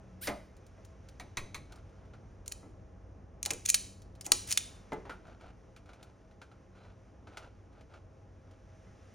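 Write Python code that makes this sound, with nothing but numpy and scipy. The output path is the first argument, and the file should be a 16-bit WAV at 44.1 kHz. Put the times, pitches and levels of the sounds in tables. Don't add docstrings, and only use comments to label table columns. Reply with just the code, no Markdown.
import sys
import numpy as np
from scipy import signal
from scipy.fft import rfft, irfft, next_fast_len
from scipy.io import wavfile
from scipy.ndimage import uniform_filter1d

SR = 44100
rng = np.random.default_rng(int(sys.argv[2]) if len(sys.argv) > 2 else 0)


def pcm_store(signal):
    levels = np.round(np.clip(np.atleast_2d(signal), -1, 1) * 32767)
    wavfile.write(sys.argv[1], SR, levels.astype(np.int16).T)


N = 403074
TIME = np.arange(N) / SR

# frequency in Hz, gain in dB.
AIR_COLOUR = [(22, -27.5), (38, -2), (55, 3.5), (75, -1), (115, -2.5), (150, -11), (300, -13), (640, -20),
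              (950, -26.5), (1300, -27.5), (2500, -36), (4300, -46.5), (6000, -38.5), (7800, -52),
              (11000, -60.5), (16000, -68.5)]
# time in seconds, level in dB.
RUMBLE_SWELL = [(0.6, -56.5), (4.81, -55), (6.4, -63.5), (7.05, -60), (9.14, -61)]
# time in seconds, level in dB.
HISS_SWELL = [(0, -53), (1.1, -51.5), (3.2, -57), (4.1, -57), (4.7, -45.5), (5.35, -55), (8.3, -56),
              (9.14, -47)]
RUMBLE_GAIN_DB, AIR_DB, AIR_FOLLOW = 3, -53.5, 0.45
# time in seconds, fundamental level in dB, octave level in dB.
HUM_LEVELS = [(.2, -60, -59), (.7, -61, -70), (4, -57, -65.5), (5.5, -72.5, -69), (7, -60.5, -69.5),
              (7.8, -60.5, -76.5)]
HUM_HZ = 94.6
# frequency in Hz, level in dB.
GARAGE_TONES = [(460, -78), (528, -73.5), (645, -74), (820, -79), (1066, -84.5)]

# start in seconds, length in seconds, level in dB.
SLEEVE_PULL = (.210, 0.096, -40)
# frequency in Hz, gain in dB.
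SLEEVE_COLOUR = [(300, -16), (1500, -8), (4000, -0.5), (6500, -6), (9000, 2.5), (11500, -3), (14000, 8.5),
                 (16000, -8.5)]
# time in seconds, pitch in Hz, level in dB.
SQUEAK_GLIDE = [(.214, 670, -67), (0.229, 766, -54), (0.239, 826, -51), (0.249, 1030, -57),
                (0.258, 978, -56), (0.271, 813, -58)]
SQUEAK_ROLLOFF_DB_PER_OCTAVE = -4

# start in seconds, level in dB, t60 in seconds, favoured ring in Hz.
PANEL_KNOCKS = [(.272, -32.5, 0.14, 2080), (.277, -32, 0.26, 633), (.29, -40.5, 0.24, 206),
                (.78, -58.5, .12, 624), (1.197, -48.5, 0.24, 745), (2.63, -50.5, 0.29, 306),
                (3.461, -45.5, 0.25, 760), (3.507, -39, 0.22, 486), (4.266, -47.5, 0.2, 780),
                (4.319, -33, 0.069, 330), (4.3195, -32, 0.034, 1200), (4.920, -32.5, 0.077, 878),
                (4.926, -35, 0.28, 440), (5.053, -45.5, 0.22, 794), (5.095, -39.5, .18, 1393),
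                (8.87, -52, 0.16, 185.3)]
# frequency in Hz, level in dB, t60 in seconds.
PANEL_RINGS = [(223, -9.5, 0.069), (353, -2.5, .2), (484.4, -1.5, 0.1), (628, -2.5, 0.076),
               (840, -6.5, 0.26), (1096, -4.5, 0.049), (1324, -3, .11), (2040, -4.5, 0.17)]
# frequency in Hz, gain in dB.
PANEL_COLOUR = [(60, -13.5), (170, -2.5), (400, 2.5), (800, 0), (1400, -4), (2300, -10.5), (3000, -15.5),
                (7000, -31), (16000, -47.5)]
TUG_DB, TUG_T60_S, TUG_TILT_DB_PER_OCTAVE, TUG_HZ = -11, .5, -7, 129

# start in seconds, level in dB, favoured ring in Hz.
WIRE_TAPS = [(.272, -33.5, 4800), (.567, -62, 6530), (0.665, -59.5, 6640), (.849, -55.5, 6900),
             (1.087, -54, 4540), (1.722, -52.5, 4000), (1.758, -59, 5000), (2.460, -51.5, 6000),
             (4.019, -56.5, 6000), (4.152, -62, 4030), (4.932, -52.5, 6960), (5.763, -53, 2360),
             (5.859, -63.5, 2290), (5.891, -52.5, 1403), (5.933, -56.5, 2300), (6.028, -52.5, 3790),
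             (6.311, -64.5, 1900), (6.416, -48, 1644), (6.515, -57.5, 1405), (7.271, -50.5, 1303),
             (7.938, -52, 1270), (8.511, -65.5, 3000)]
# frequency in Hz, level in dB, t60 in seconds.
WIRE_RINGS = [(1290, -3, 0.07), (2300, -5.5, .04), (4024, -2.5, 0.094)]
TAP_MID_HZ, TAP_T60_S, TAP_SHORTENING = 2640, 0.077, 0.63
STRAY_TAPS_PER_S, STRAY_BASE_DB, STRAY_SPREAD_DB = 18, -8, 5.5
STRAY_LOW_HZ, STRAY_HIGH_HZ = 1160, 3670

# start in seconds, level in dB.
JAW_BITES = [(1.198, -45), (1.371, -32.5), (1.545, -38)]
BITE_T60_S, BITE_TILT_DB_PER_OCTAVE, BITE_HZ = 0.1, 0.5, 2310
# frequency in Hz, level in dB, t60 in seconds.
GRIP_RINGS = [(1090, 4, 0.16), (1930, 7.5, 0.12), (2440, -5, .08), (4000, -23, .07), (6140, 17.5, 0.02),
              (6470, -10, 0.055)]
# frequency in Hz, gain in dB.
GRIP_COLOUR = [(100, -8), (550, -16), (1100, 3.5), (1500, -4.5), (2300, 3.5), (3000, -10), (4000, 0),
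               (5100, -13), (6600, -9.5), (9500, -16.5), (12000, -26), (14000, -15), (16000, -25)]
# start in seconds, level in dB, t60 in seconds, favoured ring in Hz.
JAW_CLICKS = [(2.4789, -33.5, 0.013, 6900), (2.5165, -44, 0.0065, 2360), (2.5208, -34, 0.021, 4300),
              (3.429, -25.5, 0.0063, 6300), (3.452, -36.5, 0.041, 4100), (3.46, -26.5, .022, 4100),
              (3.5056, -27.5, 0.034, 2350), (3.509, -27, 0.013, 6700), (3.5345, -34, 0.011, 6700),
              (3.6602, -25.5, 0.014, 6600), (3.6885, -27, 0.024, 6400), (3.6928, -22, .016, 6600),
              (3.7004, -17.5, .019, 7200), (3.7432, -18, .04, 4300), (4.21, -43, .042, 5000),
              (4.264, -35.5, 0.038, 6500), (4.319, -12.5, .019, 4400), (4.5147, -29, 0.025, 4300),
              (4.5246, -24.5, 0.03, 5000), (4.5743, -19, 0.026, 3600)]
# frequency in Hz, level in dB, t60 in seconds.
STEEL_RINGS = [(2400, 2, 0.027), (3540, -4.5, 0.033), (4100, 3.5, .03), (4700, -7, 0.014),
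               (5818, -26.5, .8), (5780, -19.5, .45), (6052, -18, 0.15), (6600, 1, 0.093),
               (7150, -1.5, 0.05), (9880, -6.5, .035)]
# frequency in Hz, gain in dB.
STEEL_COLOUR = [(100, -31), (700, -26), (1400, -14.5), (2400, -4), (4300, -5), (7000, 3), (9500, -3.5),
                (11000, -9.5), (13000, -3), (16000, -9)]

# start in seconds, length in seconds, level in dB.
CABLE_RUBS = [(1.697, 0.11, -59), (1.882, 0.26, -68), (5.242, 0.11, -58), (5.398, 0.12, -56.5),
              (5.861, 0.26, -64.5), (6.728, 0.22, -62), (7.279, 0.13, -59.5), (7.389, .099, -55.5),
              (7.708, 0.13, -65.5), (7.891, .1, -60.5), (8.449, .093, -70)]
# frequency in Hz, gain in dB.
CABLE_COLOUR = [(100, -13), (400, -2), (750, 5.5), (1100, -2), (1400, 6.5), (1800, -6.5), (2300, -3),
                (4000, -9.5), (7000, -15), (10500, -29), (14000, -30.5), (16000, -32)]
RUB_TILT_DB_PER_OCTAVE = -3.2
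# start in seconds, length in seconds, midway level in dB.
JAW_SCRAPES = [(3.651, .012, -40), (3.675, .024, -40.5), (4.245, .022, -48.5), (4.472, 0.049, -42)]
# start in seconds, length in seconds, pitch in Hz, peak level in dB.
STRAND_TWIST = (6.745, .17, 4050, -77)

# frequency in Hz, t60 in seconds.
ROOM_T60_S = [(150, 0.28), (600, 0.21), (2000, .5), (5000, 0.5), (9000, 0.4143), (16000, 0.45)]
# frequency in Hz, gain in dB.
WALL_COLOUR = [(200, 6.5), (2000, -2.5), (7000, -2), (9500, 0), (12000, -7.5), (16000, -7)]
# frequency in Hz, gain in dB.
PORT_SHARED = [(30, -1), (7200, 0), (7800, -5.5), (8350, -19), (9000, 3.5), (9600, 1), (16000, -8.5)]
# frequency in Hz, gain in dB.
PORT_DIFFERENCE = [(60, -28.5), (400, -17.5), (1100, -11), (1900, -25.5), (2700, -18), (4200, -10),
                   (5800, -27.5), (7000, -10.5), (8100, 10.5), (10000, -4.5), (11700, -18), (14000, -8.5),
                   (15500, -6.5)]
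# frequency in Hz, gain in dB.
PORT_ROOM = [(30, -31.5), (100, -16), (200, -12), (600, -5.5), (1200, -4.5), (2000, -30), (16000, -16.5)]
TOP_HZ = 16200


def undb(db):
    return 10 ** (np.asarray(db) / 20)


def unit(x):
    return x / np.sqrt(np.mean(x ** 2))


def along(points, hz):
    point_hz, value = np.transpose(points)
    return np.interp(np.log(np.maximum(hz, 1)), np.log(point_hz), value)


def shape(x, points):
    hz = np.fft.rfftfreq(len(x), 1 / SR)
    return irfft(rfft(x) * undb(along(points, hz)), len(x))


def causal(x, gain):
    cepstrum = irfft(np.log(gain), len(x))
    cepstrum[1:len(x) // 2] *= 2
    cepstrum[len(x) // 2 + 1:] = 0
    return irfft(rfft(x) * np.exp(rfft(cepstrum)), len(x))


def colour(x, points, tilt_db):
    hz = np.fft.rfftfreq(len(x), 1 / SR)
    gain_db = along(points, hz) + tilt_db * np.log2(np.maximum(hz, 20))
    return causal(x, unit(undb(gain_db)))


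def even(x, order=24):
    bins = len(x) // (4 * order)
    power = uniform_filter1d(uniform_filter1d(np.abs(rfft(x)) ** 2, bins), bins)
    return causal(x, np.sqrt(power.mean() / power))


def fade(t, t60):
    return np.exp(-np.log(1000) * t / max(t60, 1 / SR))


def walk(rate_hz):
    hold = int(SR / rate_hz)
    steps = np.repeat(rng.standard_normal(N // hold + 1), hold)
    return unit(uniform_filter1d(uniform_filter1d(steps, hold), hold))[:N]


def add(track, s, x):
    start = max(int(s * SR), 0)
    track[start:start + len(x)] += x[:max(N - start, 0)]


def brightened(rows, mid_hz, tilt_db, brighten_db):
    return [(s, db, t60, tilt_db + brighten_db * np.log2(hz / mid_hz), hz) for s, db, t60, hz in rows]


def ringing(modes, t):
    ring = np.zeros(len(t))
    for mode_hz, mode_db, t60 in modes:
        share, detune = rng.standard_normal(2)
        sine = np.sin(2 * np.pi * mode_hz * (1 + 0.01 * detune) * t)
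        ring += undb(mode_db + 2 * share) * np.sign(detune) * fade(t, t60) * sine
    return ring


def strikes(events, spectrum, modes, ring_db, snap_db, snap_s, spot_db, spot_width=0.13, rise_s=.0002,
            size=16384):
    track, t = np.zeros(N), TIME[:size]
    hz = np.fft.rfftfreq(size, 1 / SR) + 1
    for s, db, t60, tilt_db, spot_hz in events:
        envelope = (fade(t, t60) + undb(snap_db) * fade(t, snap_s)) * (1 - np.exp(-t / rise_s))
        spot = spot_db / (1 + (np.log2(hz / spot_hz) / spot_width) ** 2)
        burst = even(rng.choice([-1, 1], size) * envelope)
        crack = colour(burst, np.c_[hz, along(spectrum, hz) + spot], tilt_db)
        add(track, s, undb(db) * (crack + undb(ring_db) * ringing(modes, t)))
    return track


def background(rumble_hz=110, hiss_hz=1500):
    swell_db = np.interp(TIME, *np.transpose(RUMBLE_SWELL))
    rumble_db = swell_db + RUMBLE_GAIN_DB
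    air_db = AIR_DB + AIR_FOLLOW * (swell_db - swell_db.mean())
    hiss_db = np.interp(TIME, *np.transpose(HISS_SWELL))
    noise = unit(shape(rng.standard_normal(N), AIR_COLOUR))
    rumble = signal.sosfiltfilt(signal.butter(2, rumble_hz, fs=SR, output="sos"), noise)
    low = signal.sosfiltfilt(signal.butter(2, hiss_hz, fs=SR, output="sos"), noise)
    bands = [(rumble, rumble_db), (low - rumble, air_db), (noise - low, hiss_db)]
    return sum(band * undb(db + .7 * walk(17)) for band, db in bands)


def hum():
    s, *levels = np.transpose(HUM_LEVELS)
    phase = 2 * np.pi * np.cumsum(HUM_HZ * (1 + .014 * walk(12))) / SR
    track = np.zeros(N)
    for harmonic, db in enumerate(levels, start=1):
        gain = undb(np.interp(TIME, s, db) + 2.2 * walk(16))
        track += np.sqrt(2) * np.sin(harmonic * phase) * gain
    return track


def tones(flutter_hz=35):
    track = np.zeros(N)
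    for hz, db in GARAGE_TONES:
        flutter = walk(flutter_hz) + 1j * walk(flutter_hz)
        track += undb(db) * np.real(flutter * np.exp(2j * np.pi * hz * TIME))
    return track


def sleeve(rise_s=0.016, first_tilt_db=4, last_tilt_db=-3, size=8192):
    s, length, db = SLEEVE_PULL
    t = TIME[:size]
    slowing = np.minimum(t / length, 1)
    slips = rng.standard_normal(size) * np.minimum(t / rise_s, 1) * np.sqrt(1 - slowing)
    bright = colour(slips, SLEEVE_COLOUR, first_tilt_db)
    dark = colour(slips, SLEEVE_COLOUR, last_tilt_db)
    track = np.zeros(N)
    add(track, s, undb(db) * ((1 - slowing) * bright + slowing * dark))
    return track


def squeaks(waver=.016, count=7):
    s, hz, db = np.transpose(SQUEAK_GLIDE)
    t = np.arange(s[0], s[-1], 1 / SR)
    roughness = unit(uniform_filter1d(rng.standard_normal(N), size=30))[:len(t)]
    phase = 2 * np.pi * np.cumsum(np.interp(t, s, hz) * (1 + waver * roughness)) / SR
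    note = np.zeros(len(t))
    for k in range(2, count + 1):
        note += undb(SQUEAK_ROLLOFF_DB_PER_OCTAVE * np.log2(k / 2)) * np.sin(k * phase)
    track = np.zeros(N)
    add(track, s[0], np.sqrt(2) * undb(np.interp(t, s, db)) * note)
    return track


def panel():
    tugs = [(s, db + TUG_DB, TUG_T60_S, TUG_TILT_DB_PER_OCTAVE, TUG_HZ) for s, db in JAW_BITES]
    bumps = brightened(PANEL_KNOCKS, mid_hz=497, tilt_db=-2.95, brighten_db=3.5)
    return strikes(bumps + tugs, PANEL_COLOUR, PANEL_RINGS, ring_db=-11.5, snap_db=-17.5, snap_s=0.0062,
                   spot_db=11.5, spot_width=0.15)


def stray_taps():
    rows = []
    for s, length, db in CABLE_RUBS:
        for when, strength, where in rng.random((int(STRAY_TAPS_PER_S * length), 3)):
            tap_db = db + STRAY_BASE_DB - STRAY_SPREAD_DB * np.log(1 - strength)
            tap_hz = STRAY_LOW_HZ * (STRAY_HIGH_HZ / STRAY_LOW_HZ) ** where
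            rows.append((s + when * length, tap_db, tap_hz))
    return rows


def wires():
    taps = [(s, db, TAP_T60_S * (TAP_MID_HZ / hz) ** TAP_SHORTENING, hz)
            for s, db, hz in WIRE_TAPS + stray_taps()]
    taps = brightened(taps, mid_hz=TAP_MID_HZ, tilt_db=3.0, brighten_db=4.5)
    return strikes(taps, CABLE_COLOUR, WIRE_RINGS, ring_db=-20.0, snap_db=-8.0, snap_s=.007, spot_db=4.5,
                   size=8192)


def strippers():
    bites = [(s, db, BITE_T60_S, BITE_TILT_DB_PER_OCTAVE, BITE_HZ) for s, db in JAW_BITES]
    seating = strikes(bites, GRIP_COLOUR, GRIP_RINGS, ring_db=-15.5, snap_db=-5, snap_s=0.01, spot_db=3.5)
    clicks = brightened(JAW_CLICKS, mid_hz=5470, tilt_db=-0.4, brighten_db=3.5)
    return seating + strikes(clicks, STEEL_COLOUR, STEEL_RINGS, ring_db=-22, snap_db=-2.5, snap_s=0.011,
                             spot_db=8.0)


def cable(grain_db=2.5, catch_db=-2.5, size=32768):
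    track = np.zeros(N)
    for s, length, db in CABLE_RUBS:
        pull = np.abs(np.sin(np.pi * np.minimum(TIME[:size] / length, 1))) ** 0.33
        grains = np.repeat(rng.standard_normal(size), 32)[:size]
        catches = unit(uniform_filter1d(rng.standard_normal(size), size=300))
        slips = unit(rng.standard_normal(size) * undb(grain_db * grains + catch_db * catches))
        add(track, s, undb(db) * colour(slips * pull, CABLE_COLOUR, RUB_TILT_DB_PER_OCTAVE))
    return track


def scrapes(grow_db=15.0, grain_db=4, tilt_db=-2, size=8192):
    track = np.zeros(N)
    for s, length, db in JAW_SCRAPES:
        squeeze = np.minimum(TIME[:size] / length, 1)
        grains = np.repeat(rng.standard_normal(size), 64)[:size]
        slips = unit(rng.standard_normal(size) * undb(grain_db * grains))
        growth = undb(db + grow_db * (squeeze - 0.5)) * (squeeze < 1)
        add(track, s, colour(slips * growth, STEEL_COLOUR, tilt_db))
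    return track


def twist(waver=.023, size=16384):
    s, length, hz, db = STRAND_TWIST
    pitch = hz * (1 + waver * unit(uniform_filter1d(rng.standard_normal(size), size=30)))
    swell = np.sin(np.pi * np.minimum(TIME[:size] / length, 1))
    track = np.zeros(N)
    add(track, s, undb(db) * swell * np.sin(2 * np.pi * np.cumsum(pitch) / SR))
    return track


def garage(x, early_db=-15, early_t60=0.14, late_db=-12.0, build_s=.006, size=32768):
    t = TIME[:size]
    hz, frame_s, frames = signal.stft(rng.standard_normal(size), SR)
    decay = np.exp(-np.log(1000) * frame_s / along(ROOM_T60_S, hz)[:, None])
    late = signal.istft(frames * decay, SR)[1][:size] * (1 - np.exp(-t / build_s))
    early = even(rng.standard_normal(size) * fade(t, early_t60) * (t > .002))
    response = (undb(early_db) * unit(early) + undb(late_db) * unit(late)) / np.sqrt(size)
    return shape(signal.fftconvolve(x, response)[:N], WALL_COLOUR)


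def scene():
    work = sleeve() + squeaks() + panel() + wires() + strippers() + cable() + scrapes() + twist()
    front = work + garage(work) + background() + hum() + tones()
    quadrature = np.imag(signal.hilbert(front, next_fast_len(N)))[:N]
    diffuse = garage(work) + background()
    side = shape(quadrature, PORT_DIFFERENCE) + shape(diffuse, PORT_ROOM)
    mid = shape(front, PORT_SHARED)
    return np.array([mid - side, mid + side])


def record(dry):
    low_pass = signal.ellip(8, .2, 80, TOP_HZ, fs=SR, output="sos")
    return signal.sosfilt(low_pass, np.clip(dry, -1, 1))


dry = scene()
out = record(dry)
pcm_store(out)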